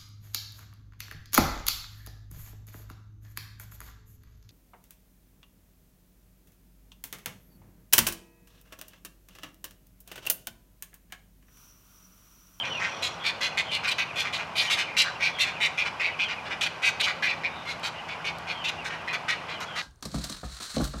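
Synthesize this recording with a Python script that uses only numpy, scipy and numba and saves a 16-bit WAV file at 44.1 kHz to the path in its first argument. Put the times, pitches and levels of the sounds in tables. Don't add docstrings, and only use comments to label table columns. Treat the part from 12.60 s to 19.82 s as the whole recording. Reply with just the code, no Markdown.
import sys
import numpy as np
from scipy import signal
from scipy.fft import rfft, irfft, next_fast_len
from scipy.io import wavfile
from scipy.ndimage import uniform_filter1d, map_coordinates
from numba import njit

SR = 44100
rng = np.random.default_rng(int(sys.argv[2]) if len(sys.argv) > 2 else 0)


def unload_audio(sound):
    columns = np.transpose(np.atleast_2d(sound))
    steps = np.round(np.clip(columns, -1, 1) * 32767)
    wavfile.write(sys.argv[1], SR, steps.astype(np.int16))


N = 318402
TIME = np.arange(N) / SR


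def amp(db):
    return 10 ** (np.asarray(db) / 20)


def unit(x):
    return x / np.sqrt(np.mean(x ** 2) + 1e-20)


def ramp(t, seconds):
    return np.clip(t / seconds, 0, 1)


def along(points, hz):
    f, v = np.transpose(points)
    return np.interp(np.log(hz + 1), np.log(f + 1), v)


def wobble(rate, size=N):
    knots = rng.standard_normal(1024)
    return map_coordinates(knots, [np.arange(size) * rate / SR], mode="wrap")


def filtered(x, response):
    m = next_fast_len(len(x) + 4096)
    spectrum = rfft(x, m) * response(np.fft.rfftfreq(m, 1 / SR))
    return irfft(spectrum, m)[:len(x)]


def band(x, hz, width_hz):
    def response(f):
        damping = 1j * f * width_hz
        return (damping / (hz * hz - f * f + damping)) ** 2
    return unit(filtered(x, response))


@njit
def moving_resonance(x, hz, width_hz):
    y, low, mid = np.zeros(len(x)), 0., 0.
    for i in range(len(x)):
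        g = np.tan(np.pi * hz[i] / SR)
        y[i] = (mid + g * (x[i] - low)) / (1 + g * (g + width_hz / hz[i]))
        mid, low = 2 * y[i] - mid, low + 2 * g * y[i]
    return y


def add(track, s, x):
    i = round(s * SR)
    x, i = x[max(-i, 0):], max(i, 0)
    track[i:i + len(x)] += x[:max(len(track) - i, 0)]


# (frequency [Hz], relative level per Hz [dB])
RUSH_SPECTRUM = [(18, -41), (28, -16), (40, -19), (70, -3.5), (105, 0), (150, -0.5), (210, -3), (300, -6),
                 (400, -4), (510, -1), (750, 3.5), (950, 3.5), (1750, -0.5), (2300, -2), (3000, 0),
                 (4200, -13.5), (6300, -23.5), (12000, -40.5), (15500, -51)]


def distant_rush(rush_db=-40.0, patchy_db=0.83):
    z = signal.stft(rng.standard_normal(N), nperseg=512)[2]
    across_pitch = uniform_filter1d(rng.standard_normal(z.shape), size=5, axis=0)
    patches = unit(uniform_filter1d(across_pitch, size=16, axis=1))
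    air = signal.istft(z * amp(patchy_db * patches), nperseg=512)[1][:N]
    return amp(rush_db) * unit(filtered(air, lambda hz: amp(along(RUSH_SPECTRUM, hz))))


HUM_DB, HUM_SWELL_DB = -60.5, 7.5
HUM_SWELL_AT_S, HUM_RISE_S, HUM_EASE_S = 4.5, 0.065, 2.9
# (multiple of the engine's pitch [1], relative level [dB])
HUM_HARMONICS = [(1, -11.5), (2, 3.5), (3, -4), (4, -6)]


def engine_hum(engine_hz=81.5):
    phase = 2 * np.pi * np.cumsum(engine_hz * (1 + 0.0078 * wobble(5))) / SR
    drone = sum(amp(db + 0.45 * wobble(1.94)) * np.sin(k * phase) for k, db in HUM_HARMONICS)
    t = np.maximum(TIME - HUM_SWELL_AT_S, 0)
    swell = ramp(t, HUM_RISE_S) * np.exp(-t / HUM_EASE_S)
    return amp(HUM_DB + HUM_SWELL_DB * swell) * unit(drone)


# (start [s], length [s], mean pitch [Hz], level [dB])
FAR_TONE_SPELLS = [(0, .55, 547, -56.5), (.65, 0.33, 566, -57), (2.1, 0.65, 549, -56),
                   (4.4, 0.58, 543, -55)]


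def far_tone(waver=0.0037):
    out = np.zeros(N)
    for s, length, hz, db in FAR_TONE_SPELLS:
        phase = 2 * np.pi * np.cumsum(hz * (1 + waver * wobble(6))) / SR
        arch = np.abs(np.sin(np.pi * ramp(TIME - s, length)))
        out += amp(db) * np.sqrt(2 * arch) * np.sin(phase)
    return out


TRILL_AT_S, TRILL_S, TRILL_DB = 0.0505, 0.544, -51
TRILL_ATTACK_S, TRILL_RELEASE_S = .008, 0.099
TRILL_ACCENT_DB, TRILL_ACCENT_S = 20, 0.0089
# (centre [Hz], width of one filter stage [Hz], relative level [dB])
TRILL_NOISE_BANDS = [(3310, 510, 7), (4180, 260, -5), (5720, 340, -4)]


def trill(rate_hz=41, depth_db=4):
    noise = rng.standard_normal(N)
    buzz = sum(amp(db) * band(noise, hz, width) for hz, width, db in TRILL_NOISE_BANDS)
    t = np.maximum(TIME - TRILL_AT_S, 0)
    held = ramp(t, TRILL_ATTACK_S) * ramp(TRILL_S - t, TRILL_RELEASE_S)
    level = TRILL_DB + TRILL_ACCENT_DB * np.exp(-t / TRILL_ACCENT_S)
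    pulse = depth_db * np.sin(2 * np.pi * rate_hz * TIME)
    return held * amp(level + pulse) * unit(buzz)


def branches(x, share, spread_s, count):
    taps = np.zeros(SR // 20)
    delay, gain = rng.random(count), rng.standard_normal(count)
    places = np.clip(spread_s * delay * SR, 1, len(taps) - 1).astype(int)
    taps[places] = gain * (1 - delay / 2)
    taps *= share / np.linalg.norm(taps)
    taps[0] = 1
    y = signal.fftconvolve(x, taps)
    return y * np.linalg.norm(x) / np.linalg.norm(y)


def falling_note(length, start_hz, end_hz, bend=1.6):
    t = np.arange(SR // 4) / SR
    u = ramp(t, length)
    quaver = 1 + .035 * wobble(700, len(t))
    hz = (start_hz + (end_hz - start_hz) * u ** bend) * quaver
    swell = np.sqrt(2 * np.abs(np.sin(np.pi * u)))
    tone = swell * np.sin(2 * np.pi * np.cumsum(hz) / SR)
    return branches(tone, share=.75, spread_s=length / 4, count=12)


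CHIRP_SLOT_S, CHIRP_S, CHIRP_HZ, CHIRP_FALL_HZ_PER_S = .45, 0.052, 2890, 11770
CHIRP_DB = -48
# (start [s], length [s], start pitch [Hz], end pitch [Hz], level before the mix [dB])
WHISTLE_NOTES = [(-.02, 0.052, 3250, 3050, -32), (0.09, 0.11, 3080, 2410, -38.5),
                 (0.596, 0.092, 3420, 3260, -43), (1.051, 0.15, 3210, 2620, -39),
                 (1.471, 0.048, 2840, 2330, -48), (2.071, .04, 3060, 2760, -35.5),
                 (2.197, 0.054, 3140, 2800, -40), (2.256, 0.077, 2390, 1915, -46),
                 (2.547, .032, 2940, 2430, -46.5), (2.715, .11, 3410, 2970, -44.5),
                 (3.629, 0.057, 3390, 2770, -38.5), (4.89, 0.15, 3710, 3650, -52.5),
                 (5.338, .075, 2870, 2760, -49), (5.902, 0.18, 3280, 2810, -45),
                 (6.914, .078, 3310, 2880, -47), (7.048, .15, 3350, 2790, -47.5)]


def small_birds():
    out = np.zeros(N)
    for s, length, start_hz, end_hz, db in WHISTLE_NOTES:
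        add(out, s, amp(db) * falling_note(length, start_hz, end_hz))
    for k, (late, long, high, loud) in enumerate(rng.uniform(-1, 1, size=(16, 4))):
        length = CHIRP_S * (1 + long / 2)
        hz = CHIRP_HZ * (1 + 0.099 * high)
        chirp = falling_note(length, hz, hz - CHIRP_FALL_HZ_PER_S * length)
        s = (k + (1 + late) / 2) * CHIRP_SLOT_S
        add(out, s, amp(CHIRP_DB + 3 * loud) * chirp)
    return out


# (frequency [Hz], time to fall by 60 dB [s])
GROVE_DECAY = [(500, 0.47), (2500, 0.38), (6000, 0.41), (14000, 0.1)]


def grove(x):
    hz, t, z = signal.stft(rng.standard_normal(SR // 2), SR, nperseg=256)
    decay = amp(-60 * t / along(GROVE_DECAY, hz)[:, None])
    tail = signal.istft(z * decay, SR, nperseg=256)[1]
    tail = np.pad(tail / np.linalg.norm(tail), (SR // 500, 0))
    return signal.fftconvolve(x, tail)[:N]


# (time [s], level before trim and mix [dB])
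TWIG_SNAPS = [(5.0554, -50), (5.1971, -46), (5.785, -36.5), (7.005, -37)]


def twigs(t60=0.013, snap_db=-1.0):
    out, t = np.zeros(N), np.arange(SR // 20) / SR
    for s, db in TWIG_SNAPS:
        crack = band(rng.standard_normal(len(t)), 3700, 6000)
        add(out, s, amp(db + snap_db - 60 * t / t60) * crack)
    return out


def syrinx(pitch, rough, jitter, scatter_db, puff):
    size = len(pitch)
    uneven_pitch = pitch * (1 + jitter * rough * wobble(250, size))
    cycles = np.cumsum(uneven_pitch) / SR + rng.random()
    slaps = np.diff(np.floor(cycles), prepend=0) * amp(scatter_db * wobble(294.0, size))
    air = rng.standard_normal(size) * np.exp(-(cycles % 1) / puff)
    return np.sqrt(1 - rough) * unit(slaps) + np.sqrt(rough) * unit(air)


PLAIN_CALL_DB, RASP_GROWS = -28.5, 0.27
THROAT_SAG = .1


def egret_call(length, peak, db, opening, throat_hz, pitch_hz, width_hz, bill_db, rasp_db, rasp_hz,
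               rasp_width_hz, rough, throat_arch=0.24, catch=0.29, catch_s=0.0039, soft_hz=5600,
               bill_hz=3800, bill_width_hz=1500):
    by_gape = (pitch_hz, width_hz, bill_db, rasp_db, rasp_hz, rasp_width_hz)
    hz, width, hollow_db, thin_db, thin_hz, thin_width = (
        shut + (wide - shut) * opening for shut, wide in by_gape)
    t = np.arange(SR // 6) / SR
    u = ramp(t, length)
    skew = np.log(.5) / np.log(np.clip(peak, .05, .95))
    swell = np.abs(np.sin(np.pi * u ** skew))
    effort = swell ** 0.8 + catch * (1 - u) * ramp(t, catch_s)
    gape = np.sin(np.pi * u) - np.pi / 4
    pitch = hz * (1 + .16 * gape)
    harsh = np.clip(rough + 1.8 * amp(db) * effort, 0, 1)
    voice = syrinx(pitch, harsh, jitter=.06, scatter_db=1.8, puff=.8)
    soft = filtered(voice, lambda f: 1 / np.sqrt(1 + (f / soft_hz) ** 6))

    centre = throat_hz * (1 + throat_arch * gape - THROAT_SAG * (u - .5))
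    throat = unit(moving_resonance(moving_resonance(soft, centre, width), centre, width))

    hollow = bill_hz * (1 + throat_arch * gape / 2)
    ring = moving_resonance(moving_resonance(soft, hollow, bill_width_hz), hollow, bill_width_hz)
    bill = -amp(hollow_db) * unit(ring)

    rasp_source = syrinx(pitch, harsh, jitter=0.31, scatter_db=4.0, puff=0.73)
    rasp_level = amp(thin_db + RASP_GROWS * (db - PLAIN_CALL_DB))
    rasp = rasp_level * band(rasp_source, thin_hz, thin_width)

    call = effort * (throat + (.6 + .5 * swell) * (bill + rasp))
    return amp(db) * branches(call, share=1.05, spread_s=.005, count=22)


CROAK_PEAK = 0.35
# pitch, throat width, bill, rasp, each (bill nearly shut, wide open) [Hz or dB]; roughness [0-1]
CROAK_VOICE = dict(pitch_hz=(193.2, 205.8), width_hz=(1800, 1800), bill_db=(-20, -2.5), rasp_db=(-30.5, -6),
               rasp_hz=(5300, 5870), rasp_width_hz=(1800, 2500), rough=.38)
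# (start [s], length [s], level before the mix [dB], gape of the bill [0-1], throat resonance [Hz])
CROAK_CALLS = [(0.028, 0.076, -35, .05, 2220), (0.194, .12, -29, .15, 2130),
               (1.231, .062, -30.5, 0.48, 2060), (1.633, 0.082, -33, .5, 2000),
               (1.782, 0.067, -34, 0.56, 1930), (2.012, .1, -33.5, 0.88, 2260),
               (2.168, 0.08, -27.5, 0.73, 2260), (2.837, 0.096, -32.5, 0.52, 2230),
               (3.249, 0.049, -30.5, 0.16, 2290), (3.395, 0.044, -30, 0.46, 2400),
               (3.681, 0.074, -31.5, 0.23, 2240), (3.845, 0.064, -39.5, 0.41, 2180),
               (3.898, 0.061, -32.5, 0.33, 2060), (4.463, 0.069, -27.5, 0.39, 2280),
               (6.243, .055, -36, 0.96, 1800), (6.289, 0.095, -36, 0.24, 2000),
               (6.998, 0.057, -38.5, 1, 1480)]


def croaks():
    out = np.zeros(N)
    for s, length, db, opening, throat_hz in CROAK_CALLS:
        add(out, s, egret_call(length, CROAK_PEAK, db, opening, throat_hz, **CROAK_VOICE))
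    return out


# pitch, throat width, bill, rasp, each (bill nearly shut, wide open) [Hz or dB]; roughness [0-1]
SQUAWK_VOICE = dict(pitch_hz=(167.8, 279.4), width_hz=(590, 1930), bill_db=(-12, 5.5), rasp_db=(-22, -8.5),
                rasp_hz=(5060, 6260), rasp_width_hz=(1550, 3700), rough=.24)
# (start [s], length [s], place of the peak [0-1], level before the mix [dB],
# gape of the bill [0-1], throat resonance [Hz])
SQUAWK_CALLS = [(0.422, .075, .24, -31, 0.89, 2480), (0.635, .084, .5, -28, 0.51, 2320),
                (0.806, 0.092, 0.34, -27.5, 0.45, 2230), (0.97, 0.06, 0.27, -25.5, 0.46, 2170),
                (1.102, 0.084, 0.58, -30.5, 0.77, 2650), (1.272, 0.041, 0.3, -33, 0.9, 2400),
                (1.301, 0.037, 0.47, -30, 0.8, 2700), (1.381, 0.077, 0.1, -27, 0.47, 2010),
                (1.553, 0.088, 0.58, -30, 0.8, 2500), (1.725, 0.071, .26, -33, 0.81, 2540),
                (1.951, 0.093, 0.55, -27.5, 0.9, 2530), (2.096, .077, 0.25, -26.5, 0.85, 2430),
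                (2.364, .084, .38, -21, 0.58, 2740), (2.44, 0.079, .45, -33, .06, 1590),
                (2.6, 0.12, 0.42, -25.5, 0.2, 2280), (2.784, 0.074, 0.47, -23.5, 0.52, 2600),
                (3.0, 0.091, 0.46, -24, 0.5, 2340), (3.174, 0.084, 0.24, -26.5, 0.27, 2380),
                (3.406, 0.11, 0.45, -26, 0, 2280), (3.588, 0.087, 0.26, -27, 0.19, 2480),
                (4.009, 0.068, 0.01, -25.5, 0.63, 2660), (4.031, 0.048, 0.82, -27, 0.59, 2330),
                (4.217, 0.098, 0.55, -24, 0.52, 2360), (4.395, 0.027, 0.65, -25, 0.76, 2430),
                (4.41, 0.063, 0.6, -26, 0.45, 2760), (4.622, 0.074, .17, -26, .17, 2100),
                (4.654, .095, 0.43, -27, .04, 2300), (4.833, .061, 0.26, -29.5, 0.01, 2220),
                (5.046, 0.098, 0.66, -34, 0.58, 2140), (5.227, 0.072, 0.42, -35, 0.93, 2100),
                (5.481, .088, .23, -37, .25, 2240), (5.64, 0.082, 0.39, -32.5, 0.48, 2530),
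                (5.867, 0.084, 0.46, -34, 0.37, 2220), (6.04, 0.041, 0.26, -29.5, 0.45, 2650),
                (6.062, 0.044, 0.71, -28.5, 0.54, 2430), (6.474, 0.073, 0.1, -32.5, 0.13, 2220),
                (6.526, 0.049, 0.23, -29.5, 0.38, 2050), (6.682, 0.086, 0, -25.5, 0.37, 2080),
                (6.882, 0.11, 0.13, -38.5, 0.56, 1890), (7.151, 0.09, 0.31, -33.5, 0.6, 1910)]


def squawks():
    out = np.zeros(N)
    for s, length, peak, db, opening, throat_hz in SQUAWK_CALLS:
        add(out, s, egret_call(length, peak, db, opening, throat_hz, **SQUAWK_VOICE))
    return out


def scene():
    near = squawks() + croaks() + twigs()
    far = small_birds() + trill()
    direct = amp(-1.98) * near + amp(7.5) * far
    scattered = grove(amp(-15) * near + amp(-4.5) * far)
    background = distant_rush() + engine_hum() + far_tone()
    return (direct + scattered + background)[None]


TOP_HZ = 15750
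# (frequency [Hz], gain [dB])
HOUSING_COLOUR = [(1150, 2.5), (1320, 0), (1560, 2), (1790, -5.5), (1930, -0.5), (2250, -1.5), (2460, 2.5),
                  (2670, -4), (2930, -2), (3160, -5.5), (3540, -4.5), (3800, -5.5), (3980, -3), (5000, 2.5),
                  (6200, 2), (7500, 1.5), (13500, 5.5), (15700, -10)]


def record(dry):
    return filtered(dry[0], lambda hz: amp(along(HOUSING_COLOUR, hz)) * (hz < TOP_HZ))[None]


dry = scene()
out = record(dry)
unload_audio(out)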